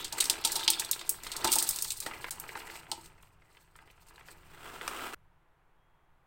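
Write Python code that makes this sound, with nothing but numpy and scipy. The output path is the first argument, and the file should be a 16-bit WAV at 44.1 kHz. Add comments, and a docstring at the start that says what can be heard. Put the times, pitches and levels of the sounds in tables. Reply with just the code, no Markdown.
"""Kitchen counter: granola is shaken from a plastic pouch into a coconut-shell bowl. The film snaps and
crackles; clusters slide and tumble in the pouch, drop and ring the hollow shell. The pouch is tipped upright
and its contents rush back; then all but the background breaks off abruptly. Room tone, a low handling rumble
and one faint whistle remain."""
import sys
import numpy as np
from scipy import signal
from scipy.fft import rfft, irfft, next_fast_len
from scipy.io import wavfile
from scipy.ndimage import uniform_filter1d

SR = 44100
rng = np.random.default_rng(int(sys.argv[2]) if len(sys.argv) > 2 else 0)


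def store_wav(level_fs):
    """Save 16-bit WAV to argv[1]."""
    pcm = np.round(np.clip(np.atleast_2d(level_fs), -1, 1) * 32767)
    wavfile.write(sys.argv[1], SR, pcm.T.astype(np.int16))


N = 276066

# granola moving in the pouch: time_s, slide_db, crackle_db
FLOW = [(0.0, -45.5, -40), (0.1, -54, -67), (0.189, -42.5, -46), (0.42, -49, -62), (0.55, -46, -43),
        (0.72, -48, -59), (1.17, -54.5, -60), (1.23, -51.5, -58), (1.48, -42, -53), (1.6, -45, -41),
        (1.85, -54, -49.5), (2.0, -59.5, -54), (2.07, -45.5, -54.5), (2.35, -54.5, -58.5),
        (2.73, -47, -56.5), (2.87, -60, -67), (3.07, -60.5, -65), (3.3, -73, -83), (3.57, -66.5, -71.5),
        (3.701, -75.5, -80.5), (3.82, -61.5, -75.5), (3.95, -68, -77), (4.32, -58.5, -65.5),
        (4.5, -71.5, -74)]


def from_db(db):
    """Decibels to gain."""
    return 10 ** (np.asarray(db) / 20)


def rms_one(x):
    """Scale to unit rms."""
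    return x / np.sqrt(np.mean(x ** 2) + 1e-20)


def unit_hit(x):
    """Scale to the energy of 4 ms at rms 1."""
    return x / np.sqrt(np.sum(x ** 2) / (SR / 250) + 1e-20)


def in_time(rows):
    """Curve columns at every sample."""
    time_s, *columns = np.transpose(rows)
    return [np.interp(np.arange(N) / SR, time_s, column) for column in columns]


def at_hz(points, hz):
    """Read a table on a log-frequency axis."""
    freq_hz, value = np.transpose(points)
    return np.interp(np.log(hz + 0.0009), np.log(freq_hz), value)


def while_moving(rows):
    """1 until a curve's last row, then a 0.1 s fade."""
    return np.clip(1 - 10 * (np.arange(N) / SR - rows[-1][0]), 0, 1)


def add(out, start_s, sound):
    """Mix a sound in at start_s."""
    i = max(int(start_s * SR), 0)
    out[i:i + len(sound)] += sound[:N - i]


def band(x, low_hz, high_hz):
    """Causal band-pass."""
    sos = signal.butter(2, [low_hz, min(high_hz, SR / 2 - 1000)], "band", fs=SR, output="sos")
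    return signal.sosfilt(sos, x)


def colour(x, spectrum):
    """Minimum-phase shaping, so clicks stay sharp; rms 1."""
    size = 2 * next_fast_len(N // 2 + SR // 10)
    gain = from_db(at_hz(spectrum, np.fft.rfftfreq(size, 1 / SR)))
    cepstrum = irfft(np.log(gain))
    cepstrum[1:size // 2] *= 2
    cepstrum[size // 2 + 1:] = 0
    return rms_one(irfft(rfft(x, size) * np.exp(rfft(cepstrum)))[:N])


def ring(x, hz, t60_s):
    """One mode: a unit click starts a decaying sine of height 1."""
    r, w = np.exp(-np.log(1000) / (t60_s * SR)), 2 * np.pi * hz / SR
    return signal.lfilter([0, np.sin(w)], [1, -2 * r * np.cos(w), r * r], x + 1e-18)


def resonance(x, hz, width_hz):
    """Two-pole resonance, peak gain 1."""
    r, w = np.exp(-np.pi * width_hz / SR), 2 * np.pi * hz / SR
    return signal.lfilter(np.array([1, 0, -1]) * (1 - r * r) / 2, [1, -2 * r * np.cos(w), r * r], x + 1e-18)


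def drift(rate_hz):
    """Random wander, rms 1."""
    position = np.arange(N) / SR * rate_hz
    values = rng.standard_normal(N // 100)
    return rms_one(np.interp(position, np.arange(len(values)), values))


def grains(per_s, spread_db, low_hz, high_hz, q, count=16):
    """Tiny random contacts of uneven size, each ringing at one of count pitches."""
    sizes = from_db(spread_db * np.minimum(rng.exponential(1, N), 3.5)) * rng.choice([-1, 1], N)
    clicks = sizes * (rng.random(N) < per_s / SR)
    pitch_index = rng.integers(0, count, N)
    pitches_hz = np.geomspace(low_hz, high_hz, count)
    out = sum(resonance(clicks * (pitch_index == k), hz, hz / q) for k, hz in enumerate(pitches_hz))
    power = np.abs(uniform_filter1d(out ** 2, SR // 10))
    return out / np.sqrt(power + 1e-12)   # levelled over 0.1 s


def burst(decay_s, ragged_db):
    """A run of micro-fractures: instant onset, exponential decay."""
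    t = np.arange(SR // 16) / SR
    noise, sizes = rng.standard_normal((2, len(t)))
    return noise * from_db(ragged_db * sizes) * np.exp(-t / decay_s)


def strays(until_s, level_db, count, spread_db=0.5):
    """Small random events that follow the sliding level: start_s, level_db, chance (spread 1)."""
    when, size, kind = rng.random((count, 3)).T
    start_s = until_s * (np.arange(count) + when) / count
    flow_s, slide_db, _ = np.transpose(FLOW)
    db = np.interp(start_s, flow_s, slide_db) + level_db + spread_db * (2 * size - 1)
    return zip(start_s, db, np.sqrt(12) * (kind - .5))


def kitchen(x, near_db, near_t60_s, room_db):
    """Quick reflections from pouch, counter and wall, then a tail whose treble dies first."""
    # reverberation: freq_hz, t60_s
    decay = [(300, .45), (1000, 0.54), (3500, 0.19), (8000, 0.23), (15000, .2)]
    t = np.arange(SR // 2) / SR
    edges_hz = np.geomspace(120, 18000, 9)
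    near = rng.standard_normal(len(t)) * from_db(-60 * t / near_t60_s) * (t > .002)
    tail = np.zeros(len(t))
    for low_hz, high_hz in zip(edges_hz, edges_hz[1:]):
        t60_s = at_hz(decay, np.sqrt(low_hz * high_hz))
        tail += band(rng.standard_normal(len(t)), low_hz, high_hz) * from_db(-60 * t / t60_s) * (t > .008)
    echo = from_db(near_db) * near / np.linalg.norm(near) + from_db(room_db) * tail / np.linalg.norm(tail)
    return x + signal.fftconvolve(x, echo)[:N]


def background(tone_db=-67.0, rumble_gain_db=3.5):
    """Steady room tone and the uneven rumble of a hand-held microphone."""
    # spectra: freq_hz, density_db
    tone_spectrum = [(25, -10), (50, -24.5), (100, -26.5), (165, -27), (215, -38), (350, -30), (530, -33.5),
                     (900, -27.5), (1500, -32.5), (2400, -40.5), (3300, -45.5), (5000, -57), (16000, -58)]
    rumble_spectrum = [(15, 6), (26, 8), (38, -3), (50, -0.5), (70, -0.5), (100, -2), (170, -2),
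                       (215, -19.5), (500, -44)]
    # rumble envelope: time_s, level_db
    handling = [(0.0, -60), (3.1, -62.5), (3.5, -70), (5.07, -60.5), (5.5, -79), (6.26, -71.5)]
    handling_db, = in_time(handling)
    tone = from_db(tone_db) * colour(rng.standard_normal(N), tone_spectrum)
    rumble_gain = from_db(handling_db + rumble_gain_db + 1.5 * drift(2.2))
    return tone + rumble_gain * colour(rng.standard_normal(N), rumble_spectrum)


def whistle(start_s=5.75, length_s=.36, pitch_hz=3255, level_db=-90):
    """A barely audible tone, wavering in pitch and level."""
    out, size = np.zeros(N), int(length_s * SR)
    envelope = from_db(level_db + 2 * drift(30)[:size]) * signal.windows.tukey(size, .2)
    phase = 2 * np.pi * np.cumsum(pitch_hz + 15 * drift(25)[:size]) / SR
    add(out, start_s, envelope * np.sqrt(2) * np.sin(phase))
    return out


def granola(slide_gain_db=-2.0, crackle_gain_db=2.5, scrape_gain_db=-4.0, clack_db=-8.0):
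    """Clusters grind and clack, crumbs tick in clumps on the film, the shaken film scrapes."""
    # spectra: freq_hz, density_db
    grind_spectrum = [(120, -17), (190, -6), (240, -2), (350, 5.5), (560, -3), (720, -0.5), (900, 6.5),
                      (1050, -0.5), (1300, 2), (1900, -3.5), (2800, -2), (4000, -17.5), (6500, -23),
                      (16000, -34)]
    crackle_spectrum = [(2500, -13.5), (4200, 4.5), (5500, -2), (7000, -2), (8300, 5.5), (9600, -4),
                        (12000, -3.5), (15500, 0)]
    scrape_spectrum = [(1500, -23.5), (2700, -9.5), (3600, 2.5), (4400, -1), (6000, -12), (12000, -33)]
    # film scrape envelope: time_s, level_db
    shaking = [(0.0, -39.5), (0.14, -62), (0.42, -49.5), (0.72, -35.5), (0.92, -51.5), (1.22, -61),
               (1.52, -38.5), (2.0, -65)]
    slide_db, crackle_db = in_time(FLOW)
    scrape_db, = in_time(shaking)
    grind = grains(per_s=2400, spread_db=4.0, low_hz=166, high_hz=9000, q=3.6, count=24)
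    clack = grains(per_s=150, spread_db=4.5, low_hz=789, high_hz=2980, q=17.0, count=24)
    slide = colour(grind, grind_spectrum) + from_db(clack_db) * band(clack, 650, 3400)
    ticks = grains(per_s=4000, spread_db=3.5, low_hz=3500, high_hz=15000, q=7.6)
    crackle = colour(ticks * from_db(5 * drift(70)), crackle_spectrum)
    rubs = grains(per_s=480, spread_db=3.0, low_hz=2400, high_hz=5200, q=19.0)
    scrape = from_db(scrape_db + scrape_gain_db) * colour(rubs, scrape_spectrum)
    pouring = from_db(slide_db + slide_gain_db) * slide + from_db(crackle_db + crackle_gain_db) * crackle
    return pouring * while_moving(FLOW) + scrape * while_moving(shaking)


def rush(start_s=4.314, rise_s=0.74, level_db=-40.5, surge_db=2.5, contacts_per_s=9000):
    """The whole load slides back: contacts merge into a surging scrape that swells, then holds."""
    # freq_hz, density_db
    spectrum = [(160, -31), (230, -2), (360, 1.5), (560, -4.5), (850, -0.5), (1050, -1), (1350, 2.5),
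                (1900, -6), (2900, -5.5), (4200, -13.5), (6500, -18.5), (8300, -12.5), (11000, -22.5),
                (15500, -16.5)]
    swell = np.clip((np.arange(N) / SR - start_s) / rise_s, 0, 1) ** 1.5
    contacts = rng.standard_normal(N) * (rng.random(N) < contacts_per_s / SR)
    contacts *= from_db(2 * drift(250))
    return swell * from_db(level_db + surge_db * drift(25)) * colour(contacts, spectrum)


def tumbles(gain_db=5.5, body_db=-11.0, stray_hz=1550, stray_octaves=.4):
    """Clusters fall on the slack pouch wall: dull, broad knocks over a low body."""
    # start_s, level_db, pitch_hz
    knocks = [(0.17, -50, 1470), (0.183, -39.5, 1400), (0.338, -47, 2030), (0.356, -48, 1260),
              (0.82, -42, 1560), (1.013, -46, 1220), (1.265, -43, 1500), (1.356, -46.5, 1580),
              (1.45, -33.5, 910), (1.489, -40, 2670), (2.0625, -37.5, 1920), (2.112, -43, 1030),
              (2.243, -37, 1080), (2.283, -45.5, 1420), (2.437, -48.5, 1090), (2.491, -43, 2003),
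              (2.554, -41, 1090), (2.573, -47, 1280), (2.699, -46.5, 1457), (2.867, -57, 1200),
              (3.23, -58.5, 1116), (3.42, -64, 1460), (3.57, -59.5, 2060), (3.755, -56.5, 1030),
              (3.788, -56, 1280), (3.901, -61, 2290), (4.108, -59.5, 880), (4.18, -55, 1180),
              (4.209, -56.5, 1460), (4.285, -51, 1470), (4.575, -57, 1400), (4.66, -51, 1290),
              (4.812, -41.5, 1240), (4.878, -35, 1320), (4.993, -46, 1570)]
    small = [(start_s, db, stray_hz * 2 ** (stray_octaves * chance))
             for start_s, db, chance in strays(FLOW[-1][0], level_db=1.0, count=24)]
    out = np.zeros(N)
    for start_s, db, pitch_hz in knocks + small:
        contact = burst(0.0037, ragged_db=6.5)
        knock = unit_hit(band(resonance(contact, pitch_hz, width_hz=900), 750, 3400))
        body = from_db(body_db) * unit_hit(band(contact, 380, 710))
        add(out, start_s, from_db(db + gain_db) * (knock + body))
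    return out


def shell(mode_gain_db=-4.0, heap_gain_db=-2.0, thud_below_hz=600):
    """Each landing strikes the shell's modes and thumps on the heap in the bowl."""
    # freq_hz, level_db, t60_s
    modes = [(238, -10, 0.26), (329.4, -7, 0.27), (360, -9, 0.15), (500, -6, 0.069), (657, -21.5, 0.08),
             (825, -11, 0.15), (901, -0.5, 0.062), (1003, -8.5, 0.05), (1313, -9, 0.043)]
    # start_s, ring_db, thud_db
    landings = [(0.129, -35.5, -52.5), (0.299, -38.5, -48.5), (0.448, -31.5, -43.5), (0.471, -40, -50),
                (0.555, -31, -48.5), (0.591, -34, -50), (0.679, -31, -46.5), (0.798, -40.5, -56),
                (1.443, -23, -52.5), (1.447, -22.5, -32.5), (1.557, -29, -45), (2.064, -35, -43),
                (2.555, -37, -47.5), (2.889, -46.5, -52.5), (2.916, -33.5, -48), (2.976, -49, -54)]
    out = np.zeros(N)
    for k, (hz, mode_db, t60_s) in enumerate(modes):
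        blows = np.zeros(N)
        for start_s, ring_db, thud_db in landings:
            blow_db = thud_db if hz < thud_below_hz else ring_db
            # the cluster hits, its crumbs bounce on
            crumbs = burst(0.014, ragged_db=-1.5)
            blow = signal.unit_impulse(len(crumbs)) + 1.6 * crumbs / np.linalg.norm(crumbs)
            add(blows, start_s, from_db(blow_db + mode_db + mode_gain_db) * blow)
        out += (-1) ** k * ring(blows, hz, t60_s)
    for start_s, _, thud_db in landings:
        thump = unit_hit(band(burst(0.01, ragged_db=2.5), 220, 850))
        add(out, start_s, from_db(thud_db + heap_gain_db) * thump)
    return out


def fracture(decay_s, first_db=-10.5, flutter_db=-6.5):
    """A sharp first break, a run of smaller ones, then the flutter of crumpled film."""
    first = from_db(first_db) * unit_hit(burst(.0007, ragged_db=2.0))
    run = unit_hit(burst(decay_s, ragged_db=1.5))
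    flutter = from_db(flutter_db) * unit_hit(burst(0.012, ragged_db=4.5))
    return first + run + flutter


def cracks(shaking_end_s=2.0, stray_decay_s=.0035, fizz_db=-3.0, film_hz=8350, film_db=3.5):
    """Film and brittle clusters crack; the film rings. Brighter: weaker, higher crunch, more fizz."""
    # start_s, level_db, brightness_db, decay_s
    breaks = [(0.045, -37, -4, .009), (0.125, -36, -2, .007), (0.203, -28, -0.5, .003),
              (0.2069, -25, -1.5, .005), (0.241, -33.5, 1, .004), (0.255, -34, -0.5, .004),
              (0.298, -23, -2.5, .004), (0.44, -44, -9.5, .01), (0.4489, -26.5, -4, .007),
              (0.452, -27, 1.5, .003), (0.473, -33.5, 0, .006), (0.519, -33.5, 8.5, .005),
              (0.556, -31.5, -4.5, .007), (0.564, -33, 8.5, .0035), (0.594, -43, -10, .007),
              (0.6783, -28.5, -13, .005), (0.702, -23.5, 7.5, .004), (0.734, -45, -14, .003),
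              (0.796, -28.5, 2.5, .007), (0.847, -40, -1, .004), (0.9128, -25, 9, .0035),
              (0.931, -47, -16, .004), (0.993, -45.5, -7, .004), (1.013, -52.5, -13, .003),
              (1.093, -27, 16, 0.0046), (1.235, -44, 6, .0035), (1.268, -44.5, -6, .005),
              (1.317, -38, -4, .008), (1.365, -35.5, 2, .005), (1.444, -27, -1.5, .008),
              (1.474, -32, -3, .005), (1.518, -26, 7, 0.0032), (1.526, -24.5, 4, 0.0067),
              (1.535, -26.5, 4, .005), (1.556, -25.5, 8, .0055), (1.585, -25, 2.5, .009),
              (1.625, -28.5, 13.5, .0035), (1.69, -26.5, 13.5, .004), (1.709, -34, 9, .0035),
              (1.76, -34.5, 6, .006), (1.787, -36, 1, 0.0044), (1.823, -30.5, 10.5, .0045),
              (1.845, -36.5, -0.5, .005), (1.904, -32, -1, .007), (1.92, -36.5, 5, 0.0038),
              (2.0025, -35, 6, 0.0042), (2.062, -41, -2.5, .008), (2.308, -35.5, 5.5, .01),
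              (2.399, -43.5, 22, .0025), (2.9154, -35, -5.5, .004), (3.059, -55, 0.5, .004),
              (3.226, -66.5, 20, .003), (3.762, -61.5, 7, .0035), (4.085, -60.5, 1, .004),
              (4.159, -65, -9, .0035), (4.279, -64, -5, .005), (4.878, -38, 0.5, .002)]
    small = [(start_s, db, chance - 3.0, stray_decay_s)
             for start_s, db, chance in strays(shaking_end_s, level_db=-0.5, count=16)]
    out = np.zeros(N)
    for start_s, db, brightness_db, decay_s in breaks + small:
        crack, snap = fracture(decay_s), fracture(decay_s)
        crunch = resonance(crack, 4150 + 28 * brightness_db, width_hz=1700)
        fizz = unit_hit(band(crack, 9200, 17000))
        add(out, start_s, from_db(db - brightness_db) * unit_hit(band(crunch, 2300, 5600)))
        add(out, start_s, from_db(db) * unit_hit(band(snap, 5300, 9400)))
        add(out, start_s, from_db(db + fizz_db + 0.51 * brightness_db) * fizz)
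    return out + from_db(film_db) * resonance(out, film_hz, width_hz=530)


def scene():
    """Pouch, contents and bowl, each with its own reflections, gated over the background."""
    # a brief dropout, then the final stop: start_s, end_s
    silences = [(2.2972, 2.3062), (5.1455, 7)]
    t = np.arange(N) / SR
    silent = sum((t > start_s) & (t < end_s) for start_s, end_s in silences)
    gate = 1 - uniform_filter1d(silent.astype(float), size=40)
    pouch = kitchen(cracks(), near_db=-11.5, near_t60_s=0.04, room_db=-12.0)
    contents = kitchen(tumbles() + granola() + rush(), near_db=-9.0, near_t60_s=0.04, room_db=-13.0)
    bowl = kitchen(shell(), near_db=-11.5, near_t60_s=0.068, room_db=-19.0)
    return (gate * (pouch + contents + bowl) + background() + whistle())[None]


def record(dry):
    """Steep low-pass at 15.9 kHz."""
    return signal.sosfilt(signal.ellip(10, .2, 70, 15900, fs=SR, output="sos"), dry)


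dry = scene()
out = record(dry)
store_wav(out)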